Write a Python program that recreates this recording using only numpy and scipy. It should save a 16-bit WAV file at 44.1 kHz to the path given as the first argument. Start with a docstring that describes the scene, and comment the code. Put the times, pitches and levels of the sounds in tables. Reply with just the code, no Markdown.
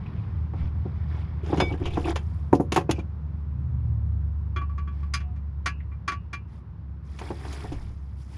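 """A heavy part is shifted and knocked into place under a car in a garage, then a wrench taps on a fitting.
Blows are sums of decaying modes and short noise bursts; sliding, grinding and cloth are shaped noise.
Near surfaces throw the taps straight back, and the garage adds a short diffuse tail.
Far engines are low harmonic tones, one sinking slowly in pitch, another passing and changing gear,
over filtered noise for ebbing traffic rumble and faint air noise."""
import sys
import numpy as np
from scipy import signal
from scipy.fft import rfft, irfft
from scipy.io import wavfile
from scipy.ndimage import uniform_filter1d

SR = 44100
rng = np.random.default_rng(int(sys.argv[2]) if len(sys.argv) > 2 else 0)


def unload_audio(sound):
    """Save the sound as a 16-bit wav file, at the path given as the first command line argument."""
    columns = np.transpose(np.atleast_2d(sound))
    # keep every value between -1 and 1, then stretch to whole-number steps
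    steps = np.round(np.clip(columns, -1, 1) * 32767)
    wavfile.write(sys.argv[1], SR, steps.astype(np.int16))


N = 369305
TIME = np.arange(N) / SR  # [s]
AGE = np.arange(SR // 2) / SR  # time since a blow [s]
ATTACK_SAMPLES = 441  # the first 10 ms of a blow, where its level is set

# far droning engine: (time [s], level before DRONE_TRIM_DB [dB])
DRONE_LEVEL = [(0.1, -36.5), (0.42, -29), (2.56, -31), (2.59, -37.5), (3.99, -25.5), (5.4, -30.5),
               (6.83, -43), (6.87, -36), (8.37, -37.5)]
DRONE_TRIM_DB = -1
DRONE_HZ, SAG_HZ_PER_S = 77.4, 1.14  # it slows evenly
# passing vehicle: it revs up, drops into the next gear and picks up slowly
LOW_GEAR_HZ, LOW_GEAR_HZ_PER_S = 107.7, 12.8
SHIFT_S, SHIFT_LENGTH_S = 3.2, 1
HIGH_GEAR_HZ, HIGH_GEAR_HZ_PER_S = 99.1, 1.3
NEAREST_S, PASS_S = 3.936, 0.15  # when it is nearest; time from there to 3 dB less
PASS_DB, PASS_RUMBLE_DB = -30, -34.5  # what nearness adds to its note and to the rumble, at most
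FAR_DB = -43.5  # its note from afar, at the start
TRAFFIC_DB, AIR_DB = -32, -53.5  # rumble and air noise at the start
TRAFFIC_FADE_DB_PER_S, AIR_FADE_DB_PER_S = 1.15, 0.95  # both ebb as the traffic moves off
# spectra of the traffic rumble and of the air noise: (frequency [Hz], level [dB])
RUMBLE_COLOUR = [(20, -34), (40, -13), (55, -2), (92, 8.5), (125, -2), (155, 0.5), (200, -8.5),
                 (270, -20.5), (400, -30.5), (800, -34.5), (2000, -86.5)]
AIR_COLOUR = [(180, -15.5), (300, -3.5), (620, -20.5), (1000, -11), (1600, -20.5), (3000, -33.5),
              (5500, -41.5), (8000, -63), (10000, -51), (15000, -65.5)]

# strokes of a sleeve: (start [s], end [s], level [dB], treble against body [dB])
BRUSHES = [(-.5, .58, -54.5, -52), (0.534, 0.71, -49.5, -34), (0.602, 1.7, -54.5, -43),
           (1.064, 1.266, -50, -28), (2.08, 2.59, -62.5, -12.5), (4.9, 5.113, -59.5, -24),
           (6.47, 6.623, -63, -14), (7.018, 7.985, -50, -13), (7.75, 8.35, -66.5, -12.5),
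           (7.18, 7.33, -46.5, -13.5), (7.385, 7.704, -46, -14), (8.16, 8.276, -62.5, -5),
           (8.247, 8.54, -55, -8)]
# pushes that slide the part: (start [s], end [s], level [dB], treble against body [dB])
SLIDES = [(1.429, 1.62, -35.5, -28), (1.613, 1.77, -40.5, -25.5), (1.773, 1.92, -37.5, -32.5),
          (1.898, 2.097, -38, -22.5), (2.049, 2.131, -26, -25), (2.1, 2.247, -51, -16)]
# spectra of cloth and of sliding metal: (frequency [Hz], level [dB])
CLOTH_COLOUR = [(150, -8), (330, 1), (550, -11), (800, -0.5), (1300, -10.5), (1800, -8.5), (3500, -20),
                (6500, -23.5), (8000, -31.5), (10300, -26), (11800, -43.5), (15000, -42)]
SCRAPE_COLOUR = [(150, -18.5), (250, -7), (335, 16), (450, 4), (600, -7.5), (720, 7), (820, 6.5),
                 (1000, -3), (1200, -8.5), (2000, -14), (3000, -12.5), (4400, -24.5), (6700, -21),
                 (8000, -34.5), (10000, -28.5), (12000, -44), (15000, -54)]
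# each catch of a rubbing surface sounds in one of these bands: (from [Hz], to [Hz])
CATCH_BANDS = [(30, 600), (600, 1300), (1300, 2300), (2300, 3400), (3400, 5000), (5000, 7500),
               (7500, 17000)]

# light touches of small steel parts: (time [s], level [dB], centre of their ring [Hz])
TICKS = [(.06, -52, 2470), (1.722, -47.5, 2820), (1.738, -47.5, 1670), (1.856, -38.5, 2970),
         (1.905, -48, 2530), (1.935, -46.5, 3470), (1.954, -50, 2430), (2.043, -40.5, 2600),
         (2.551, -53, 5200), (5.802, -53, 1960), (5.916, -62.5, 2030)]
TICK_T60_S, TICK_SKIRT_DB = 0.1, -14.5  # decay; level a third of an octave from the centre

# soft low thumps: (time [s], length [s], level [dB])
NUDGES = [(0.52, 0.21, -36), (1.4, 1, -39), (7.554, 0.48, -38.5)]
# spectrum of the thumps: (frequency [Hz], level [dB])
NUDGE_COLOUR = [(15, -11.0), (40, -8.0), (65, -11.0), (150, -16.0), (500, -49.0), (2000, -98.5)]

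# dull blows of the heavy part: (time [s], level [dB], brightness [dB per octave])
KNOCKS = [(0.536, -39, 5), (0.854, -31, -5.5), (1.435, -49, 0), (1.502, -31, -1.5), (1.529, -18.5, 3),
          (1.578, -23, -11), (1.605, -28, -1.5), (1.62, -20, 2.5), (1.712, -30, 2), (1.736, -31, -3),
          (1.816, -29.5, -3), (1.973, -21.5, 4.5), (2.5288, -9.5, 1), (2.599, -17, -1.5),
          (2.7205, -23.5, 1.5), (2.762, -17.5, 11), (2.7759, -20.5, 1), (2.809, -36.5, 9),
          (2.893, -17.5, 1), (2.983, -31.5, -1.5), (7.214, -35.5, 6.5), (7.305, -29, 4),
          (7.646, -36.5, 2.5), (7.719, -32, -1.5)]
# spectrum of a dull blow: (frequency [Hz], level [dB])
KNOCK_COLOUR = [(50, -18), (110, 0), (170, 4.5), (230, -3), (330, 7.5), (490, -5.5), (660, -13),
                (760, -3.5), (1020, -15), (1500, -28.5), (2500, -40.5), (4000, -58.5), (8000, -76),
                (15000, -100)]
# body resonances of the part: (frequency [Hz], level [dB], T60 [s])
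PART_MODES = [(172, -1, .25), (235, -5, .38), (310, -4, .16), (326, 0, .16), (420, -7, .16), (474, -1, .18),
              (558, -6, .22), (724, -5, .16), (775, -8, .09), (836, -7, .13), (1015, -8, .1),
              (1095, -12, .07)]
KNOCK_T60_S = 0.064

# hard contacts of metal on metal: (time [s], level [dB], brightness [dB per octave], T60 of the crack [s])
CLACKS = [(1.572, -35.5, 0.5, 0.19), (1.6005, -19, -1, 0.082), (1.855, -35.5, 0, 0.084),
          (2.158, -28.5, 1, 0.066), (2.529, -50, 13.5, 0.11), (2.549, -45.5, 6.5, 0.059),
          (2.601, -57, 15, 0.13), (2.7207, -27.5, 4, 0.062), (2.7434, -38, 6.5, 0.047),
          (2.762, -36, 7, 0.12), (2.7768, -24.5, -3.5, 0.013), (2.894, -34, -0.5, 0.096),
          (2.9101, -28.5, 6.5, 0.045), (2.99, -46.5, 0.5, 0.089), (7.188, -43, 3, 0.073),
          (7.217, -49, -5, .045), (7.306, -43, -10, 0.063), (7.45, -40.5, -4, 0.063),
          (7.526, -45, 7, 0.077), (7.721, -49, 4, 0.14)]
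# spectrum of a hard contact: (frequency [Hz], level [dB])
CLACK_COLOUR = [(100, -49), (400, 13), (600, 8), (800, 12), (1200, 6.5), (1900, -0.5), (2600, 3),
                (4200, -8), (5500, -12.5), (6800, -10.5), (8000, -28), (10000, -19.5), (12000, -38),
                (15000, -43.5)]
# edge resonances of the part, before detuning: (frequency [Hz], level [dB], T60 [s])
CLACK_MODES = [(1020, 1, .1), (1545, -4, .13), (1728, 0, .09), (2008, -5, .11), (2430, -4, .11),
               (2640, -1, .095), (3010, -3, .1), (3429, -6, .08), (5250, -10, .07), (6750, -8, .06),
               (9800, -16, .05)]
EDGE_DETUNE = .025  # standard deviation, as a fraction of each frequency

# a steel tool that rings when touched, until a hand stops it: (time [s], level [dB], free time [s])
CLINKS = [(1.602, -27, 0.11)]
# resonances of that tool: (frequency [Hz], level [dB], T60 [s])
TOOL_MODES = [(1712, -5, .11), (2272, -3, .7), (2392, -13, .2), (3535, 0.5, .17), (4129, -17, .15),
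              (5035, -1, .13), (9383, -23, .18), (10655, -29, .18)]
GRAB_T60_S = 0.036  # extra decay once the hand stops it

# a metal edge grinds along another: (time [s], length [s], level [dB])
GRINDS = [(1.846, 0.059, -50.5), (2.916, 0.094, -57)]
# spectrum of the grinding: (frequency [Hz], level [dB])
GRIND_COLOUR = [(300, -28), (2100, -19), (2420, 0), (2700, -4), (3500, -24), (5400, -18), (14000, -48)]

# the part lands flat and its face swings: (time [s], level before decay and onset [dB], pitch [Hz])
SLAPS = [(2.530, -0.5, 890), (2.7613, -10.5, 1040), (2.7766, -4, 970)]
SLAP_T60_S = 0.012

# brief pure tones of ringing steel, as when the wrench is set on the fitting:
# (time [s], length [s], pitch [Hz], peak level [dB])
STEEL_TONES = [(2.885, 0.055, 2550, -51), (2.949, 0.083, 2344, -65), (2.994, 0.015, 2400, -43),
               (5.223, .13, 726, -55.5)]

# wrench on the fitting: (time [s], blow level [dB], brightness [dB per octave],
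# partial that the spot struck brings out [Hz], ring level [dB], free time [s])
TAPS = [(4.561, -39, -7.5, 3330, -27.5, 0.057), (4.613, -48.5, -9.5, 1140, -31, 0.022),
        (4.694, -62, -7.5, 1140, -44, 0.12), (4.779, -49, -6, 1150, -36, 0.11),
        (4.874, -52, -9, 3280, -40.5, 0.088), (5.028, -58.5, -5.5, 1140, -46.5, .05),
        (5.137, -31, 1.5, 5070, -24.5, 0.046), (5.202, -51, -4.5, 3320, -46.5, 0.038),
        (5.361, -62.5, -4, 2370, -62, 0.047), (5.659, -27.5, -2, 1810, -25.5, 0.052),
        (5.916, -64.5, -8.5, 2330, -52.5, 0.032), (6.078, -31.5, -2.5, 1336, -20.5, 0.03),
        (6.118, -38, -4.5, 1150, -29.5, 0.057), (6.33, -39.5, -2.5, 2400, -31.5, 0.047)]
# spectrum of a tap: (frequency [Hz], level [dB])
TAP_COLOUR = [(100, -24), (330, -8), (520, -17.5), (720, -5.5), (890, -12.5), (1100, 0.5), (1950, 2.5),
              (2600, -2.5), (3800, -7.5), (5000, -6.5), (6500, -8.5), (8000, -19), (10000, -16),
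              (12500, -38), (15000, -43.5)]
# resonances of the wrench and of the fitting: (frequency [Hz], level [dB], T60 [s])
WRENCH_MODES = [(1112, -7, .1), (1143, 4, .19), (1325, -8, .1), (1405, -7, .1), (1508, -5, .13),
                (1676, -4, .2), (2020, -9, .08), (2132, -7, .1), (2376, 1, .19), (3140, -12, .1),
                (3305, -13, .11), (3362, -9, .12), (4090, -13, .08), (4462, -7, .095), (4938, -6, .095),
                (5320, -12, .08), (6160, -11, .08), (6345, -7, .09), (6944, -17, .08)]
FITTING_MODES = [(2545, -2, .32), (2627, -1, .33), (2681, 0, .31), (2719, -3, .35), (2785, -1, .32),
                 (2832, 0, .28), (2929, -3, .3)]
TAP_T60_S, GRIP_T60_S = 0.091, .17  # decay of the blow; extra decay of the wrench once gripped
SPOT_DB, SPOT_OCTAVES = 9.5, 0.19  # boost of the partial at the spot struck, and its half-width to 1/e
FITTING_DB = -16.5  # shimmer of the fitting against the blow
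# near surfaces that throw the taps back: (delay [s], gain [linear])
BOUNCES = [(.0027, .35), (.0106, .5)]
# each bounce loses some treble: (frequency [Hz], level [dB])
BOUNCE_COLOUR = [(1000, 2.5), (5000, 0), (12000, -19.5)]

# decay of the diffuse tail: (frequency [Hz], T60 [s])
GARAGE = [(100, 0.26), (300, 0.22), (800, 0.09), (2700, 0.096), (6000, 0.027), (12000, 0.064)]
EDGE_HZ = 15000  # upper band edge


def amp(db):
    """Amplitude ratio of a level in decibels."""
    return 10 ** (np.asarray(db) / 20)


def unit(x):
    """Normalises a signal to rms 1."""
    return x / np.sqrt(np.mean(x ** 2) + 1e-20)


def read(points, hz):
    """Interpolates a spectrum on a logarithmic frequency axis."""
    f, value = np.transpose(points)
    return np.interp(np.log(hz + 1), np.log(f), value)


def add(mix, s, sound):
    """Superposes a sound on the mix from time s."""
    part = mix[max(round(s * SR), 0):][:len(sound)]
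    part += sound[:len(part)]


def colour(x, points, tilt_db=0):
    """Minimum-phase filter: the log spectrum, tilted by dB per octave about 1 kHz, fixes the phase."""
    hz = abs(np.fft.fftfreq(4096, 1 / SR))
    tilt = tilt_db * np.log2(np.maximum(hz, 300) / 1000)  # no further tilt below 300 Hz
    log_gain = np.log(amp(read(points, hz) + tilt))
    taps = np.fft.ifft(np.exp(np.conj(signal.hilbert(log_gain)))).real
    return signal.oaconvolve(x, taps[:len(taps) // 2])[:len(x)]


def dying(t60):
    """Exponential decay by 60 dB in t60, as under viscous damping."""
    return np.exp(-np.log(1000) * AGE / np.maximum(t60, .005))


def held(free, t60):
    """Damping by a hand: no extra loss during the free time, then 60 dB more in each t60."""
    return amp(-60 * np.maximum(AGE - free, 0) / max(t60, .01))


def struck(x):
    """Normalises a blow to rms 1 over its attack."""
    return x / np.sqrt(np.mean(x[:ATTACK_SAMPLES] ** 2) + 1e-20)


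def crack(scatter, points, tilt_db, t60, direct, size):
    """Impact: a direct click, then dense short-lived modes and near reflections, in the contact's colour."""
    burst = scatter * dying(t60) * (1 - np.exp(-AGE / .001))
    burst[0] = direct * np.linalg.norm(burst)
    spectrum = rfft(burst)
    # flatten the broad hills of the burst, so that only those of the colour remain
    hills = np.sqrt(uniform_filter1d(abs(spectrum) ** 2, size=size))
    even = irfft(spectrum / hills, len(AGE))
    first_half = AGE < AGE[-1] / 2
    return struck(colour(even * first_half, points, tilt_db))


def ring(modes, tilt_db, spot_hz=1000, spot_db=0):
    """Modal decay: each blow shares its force differently among the modes, favouring those near spot_hz."""
    hz, db, t60 = np.transpose(modes)[:, :, None]
    favour_db = spot_db * np.exp(-(np.log2(hz / spot_hz) / SPOT_OCTAVES) ** 2)
    uneven_db = 1.2 * rng.standard_normal(hz.shape)
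    size = amp(db + favour_db + tilt_db * np.log2(hz / 1000) + uneven_db)
    partials = size * dying(t60) * np.sin(2 * np.pi * (hz * AGE + rng.random(hz.shape)))
    onset = 1 - np.exp(-AGE / 0.0035)
    return partials.sum(0) / np.sqrt(np.sum(size ** 2) / 2) * onset


def friction(catches_per_s, catch_db, catch_t60, steady):
    """Friction noise: an even hiss (steady is its share of the power) and tiny uneven catches in bands."""
    out, noise = np.zeros(N), rng.standard_normal(N)
    fade = amp(-120 / (catch_t60 * SR))  # power factor per sample
    for band in CATCH_BANDS:
        catches = np.zeros(N)
        at = rng.integers(0, N, int(catches_per_s * N / SR))
        catches[at] = amp(catch_db * np.minimum(rng.exponential(1, len(at)), 3))
        power = signal.lfilter([1], [1, -fade], catches ** 2)
        grip = np.sqrt(steady + (1 - steady) * power / power.mean())
        band_pass = signal.butter(3, band, "band", fs=SR, output="sos")
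        out += signal.sosfilt(band_pass, grip * noise)
    return out


def rub(hiss, strokes, arch, split_hz=4500):
    """Friction in strokes: each swells and fades in one arch, and overlapping strokes add in power."""
    low_pass = signal.butter(4, split_hz, "low", fs=SR, output="sos")
    high_pass = signal.butter(4, split_hz, "high", fs=SR, output="sos")
    body, treble = unit(signal.sosfilt(low_pass, hiss)), unit(signal.sosfilt(high_pass, hiss))
    body_power, treble_power = np.zeros((2, N))
    for start, end, db, treble_db in strokes:
        during = (TIME > start) & (TIME < end)
        progress = (TIME[during] - start) / (end - start)
        swell = amp(db) * abs(np.sin(np.pi * progress)) ** arch
        body_power[during] += swell ** 2
        treble_power[during] += (amp(treble_db) * swell) ** 2
    return body * np.sqrt(body_power) + treble * np.sqrt(treble_power)


def strokes_of_noise(strokes, points):
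    """Filtered noise: each stroke swells and fades under a raised-cosine envelope."""
    out = np.zeros(N)
    for s, length, db in strokes:
        noise = colour(rng.standard_normal(int(length * SR)), points)
        add(out, s, amp(db) * unit(noise * signal.windows.hann(len(noise))))
    return out


def engine(hz, second_db, third_db, waver):
    """Harmonic tone: a far exhaust keeps only its lowest harmonics, each wavering in level."""
    phase = 2 * np.pi * np.cumsum(hz) / SR
    knots = np.linspace(0, TIME[-1], 70)
    out = np.zeros(N)
    for k, harmonic_db in enumerate([0, second_db, third_db], 1):
        fading = 1 + waver * np.interp(TIME, knots, rng.standard_normal(len(knots)))
        out += amp(harmonic_db) * fading * np.sin(k * phase)
    return unit(out)


def droning_engine():
    """Harmonic tone whose pitch sinks linearly as the engine slows."""
    note = engine(DRONE_HZ - SAG_HZ_PER_S * TIME, second_db=-17, third_db=-29, waver=.08)
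    return note * amp(DRONE_TRIM_DB + np.interp(TIME, *np.transpose(DRONE_LEVEL)))


def nearness():
    """Spherical spreading: amplitude falls as the inverse distance from a straight path, 1 when nearest."""
    return 1 / np.hypot(1, (TIME - NEAREST_S) / PASS_S)


def traffic_ebb():
    """Steady fall in level, linear in decibels, as the traffic moves off."""
    return amp(-TRAFFIC_FADE_DB_PER_S * TIME)


def gear_change():
    """Pitch follows engine speed: a climb in low gear, a glide down, a slow climb in high gear."""
    low = LOW_GEAR_HZ + LOW_GEAR_HZ_PER_S * np.minimum(TIME, SHIFT_S)
    high = HIGH_GEAR_HZ + HIGH_GEAR_HZ_PER_S * (TIME - SHIFT_S - SHIFT_LENGTH_S)
    return low + (high - low) * np.clip((TIME - SHIFT_S) / SHIFT_LENGTH_S, 0, 1)


def passing_vehicle():
    """Harmonic tone that swells with nearness, over an ebbing far part."""
    note = engine(gear_change(), second_db=-30, third_db=-40, waver=.25)
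    return note * (amp(PASS_DB) * nearness() + amp(FAR_DB) * traffic_ebb())


def traffic_rumble():
    """Low filtered noise: incoherent sources, the traffic and the passing vehicle, add in power."""
    level = np.hypot(amp(TRAFFIC_DB) * traffic_ebb(), amp(PASS_RUMBLE_DB) * nearness())
    return level * unit(colour(rng.standard_normal(N), RUMBLE_COLOUR))


def air_noise():
    """Faint filtered noise that ebbs linearly in decibels."""
    level = amp(AIR_DB - AIR_FADE_DB_PER_S * TIME)
    return level * unit(colour(rng.standard_normal(N), AIR_COLOUR))


def clothes():
    """Cloth friction: dense small catches as the sleeves brush."""
    hiss = friction(catches_per_s=200, catch_db=3.5, catch_t60=.025, steady=.5)
    return rub(colour(hiss, CLOTH_COLOUR), BRUSHES, arch=0.84)


def small_parts():
    """Modal cluster: each light touch rings short-lived modes around one centre."""
    out = np.zeros(N)
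    for s, db, hz in TICKS:
        hump = [(hz / 8, -50), (hz / 1.26, TICK_SKIRT_DB), (hz, 0),
                (hz * 1.26, TICK_SKIRT_DB), (hz * 2.5, -42), (hz * 8, -65)]
        scatter = rng.standard_normal(len(AGE))
        add(out, s, amp(db) * crack(scatter, hump, 0, TICK_T60_S, direct=0.14, size=200))
    return out


def nudges():
    """Soft thumps: low filtered noise in slow swells."""
    return strokes_of_noise(NUDGES, NUDGE_COLOUR)


def knocks(ring_db=-8.5):
    """Dull impact: the blow excites the body modes of the heavy part."""
    out = np.zeros(N)
    for s, db, tilt in KNOCKS:
        scatter = rng.standard_normal(len(AGE))
        blow = crack(scatter, KNOCK_COLOUR, tilt, KNOCK_T60_S, direct=0.47, size=110)
        add(out, s, amp(db) * (blow + amp(ring_db) * ring(PART_MODES, tilt)))
    return out


def sliding():
    """Dry friction: the part slides in pushes, catching unevenly."""
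    hiss = friction(catches_per_s=130, catch_db=3, catch_t60=.035, steady=.25)
    return rub(colour(hiss, SCRAPE_COLOUR), SLIDES, arch=0.41)


def clacks(ring_db=-6):
    """Hard impact: metal on metal excites the edge modes, tuned a little differently at each contact."""
    out = np.zeros(N)
    for s, db, tilt, t60 in CLACKS:
        scatter = rng.standard_normal(len(AGE))
        blow = crack(scatter, CLACK_COLOUR, tilt, t60, direct=0.14, size=400)
        edge = [(hz * (1 + EDGE_DETUNE * rng.standard_normal()), level, decay)
                for hz, level, decay in CLACK_MODES]
        add(out, s, amp(db) * (blow + amp(ring_db) * ring(edge, tilt)))
    return out


def loose_tool():
    """Free modal ringing of a touched steel tool, damped when a hand catches it."""
    out = np.zeros(N)
    for s, db, free in CLINKS:
        add(out, s, amp(db) * ring(TOOL_MODES, 0) * held(free, GRAB_T60_S))
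    return out


def grinding():
    """Rough contact: one metal edge grinding along another gives short swells of noise."""
    return strokes_of_noise(GRINDS, GRIND_COLOUR)


def slaps():
    """Heavily damped oscillation: the flat face gives a few quick swings on landing."""
    out = np.zeros(N)
    for s, db, hz in SLAPS:
        onset = 1 - np.exp(-AGE * hz)
        add(out, s, amp(db) * dying(SLAP_T60_S) * np.sin(2 * np.pi * hz * AGE) * onset)
    return out


def steel_tones():
    """Single-mode vibration: ringing steel gives a brief pure tone that swells and fades."""
    out = np.zeros(N)
    for s, length, hz, db in STEEL_TONES:
        t = AGE[AGE < length]
        swell = np.sqrt(np.sin(np.pi * t / length))
        add(out, s, amp(db) * swell * np.sin(2 * np.pi * hz * t))
    return out


def wrench_taps():
    """Impact of two resonators: the wrench pings until the grip damps it, the fitting shimmers on."""
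    out = np.zeros(N)
    shared = rng.standard_normal(len(AGE))  # what all taps have in common
    for s, db, tilt, spot_hz, ring_db, free in TAPS:
        scatter = shared + .7 * rng.standard_normal(len(AGE))
        blow = crack(scatter, TAP_COLOUR, tilt, TAP_T60_S, direct=.05, size=200)
        add(out, s, amp(db) * blow)
        for delay, gain in BOUNCES:
            add(out, s + delay, gain * amp(db) * colour(blow, BOUNCE_COLOUR))
        ping = ring(WRENCH_MODES, tilt, spot_hz, SPOT_DB) * held(free, GRIP_T60_S)
        add(out, s, amp(ring_db) * ping)
        add(out, s, amp(db + FITTING_DB) * ring(FITTING_MODES, 0))
    return out


def garage(x):
    """Diffuse reverberation: a noise tail whose decay time depends on frequency, longest in the bass."""
    hz, t, z = signal.stft(rng.standard_normal(len(AGE)), SR, nperseg=256)
    decay = amp(-60 * t / read(GARAGE, hz)[:, None])
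    tail = signal.istft(z * decay, SR)[1][:len(AGE)]
    tail *= 1 - np.exp(-AGE / 0.0047)  # gradual build-up
    return signal.oaconvolve(x, tail / np.linalg.norm(tail))[:N]


def scene(wet_db=-17):
    """Superposition of the work, its reverberation and the sounds from outside."""
    outside = droning_engine() + passing_vehicle() + traffic_rumble() + air_noise()
    handling = clothes() + small_parts() + nudges() + sliding() + grinding()
    blows = knocks() + clacks() + loose_tool() + slaps() + steel_tones() + wrench_taps()
    work = handling + blows
    return (work + amp(wet_db) * garage(work) + outside)[None]


def record(dry):
    """Band limitation by a linear-phase low-pass filter."""
    low_pass = signal.firwin(511, EDGE_HZ, window=("kaiser", 9), fs=SR)
    return signal.oaconvolve(dry, low_pass[None], "same")


dry = scene()
out = record(dry)
unload_audio(out)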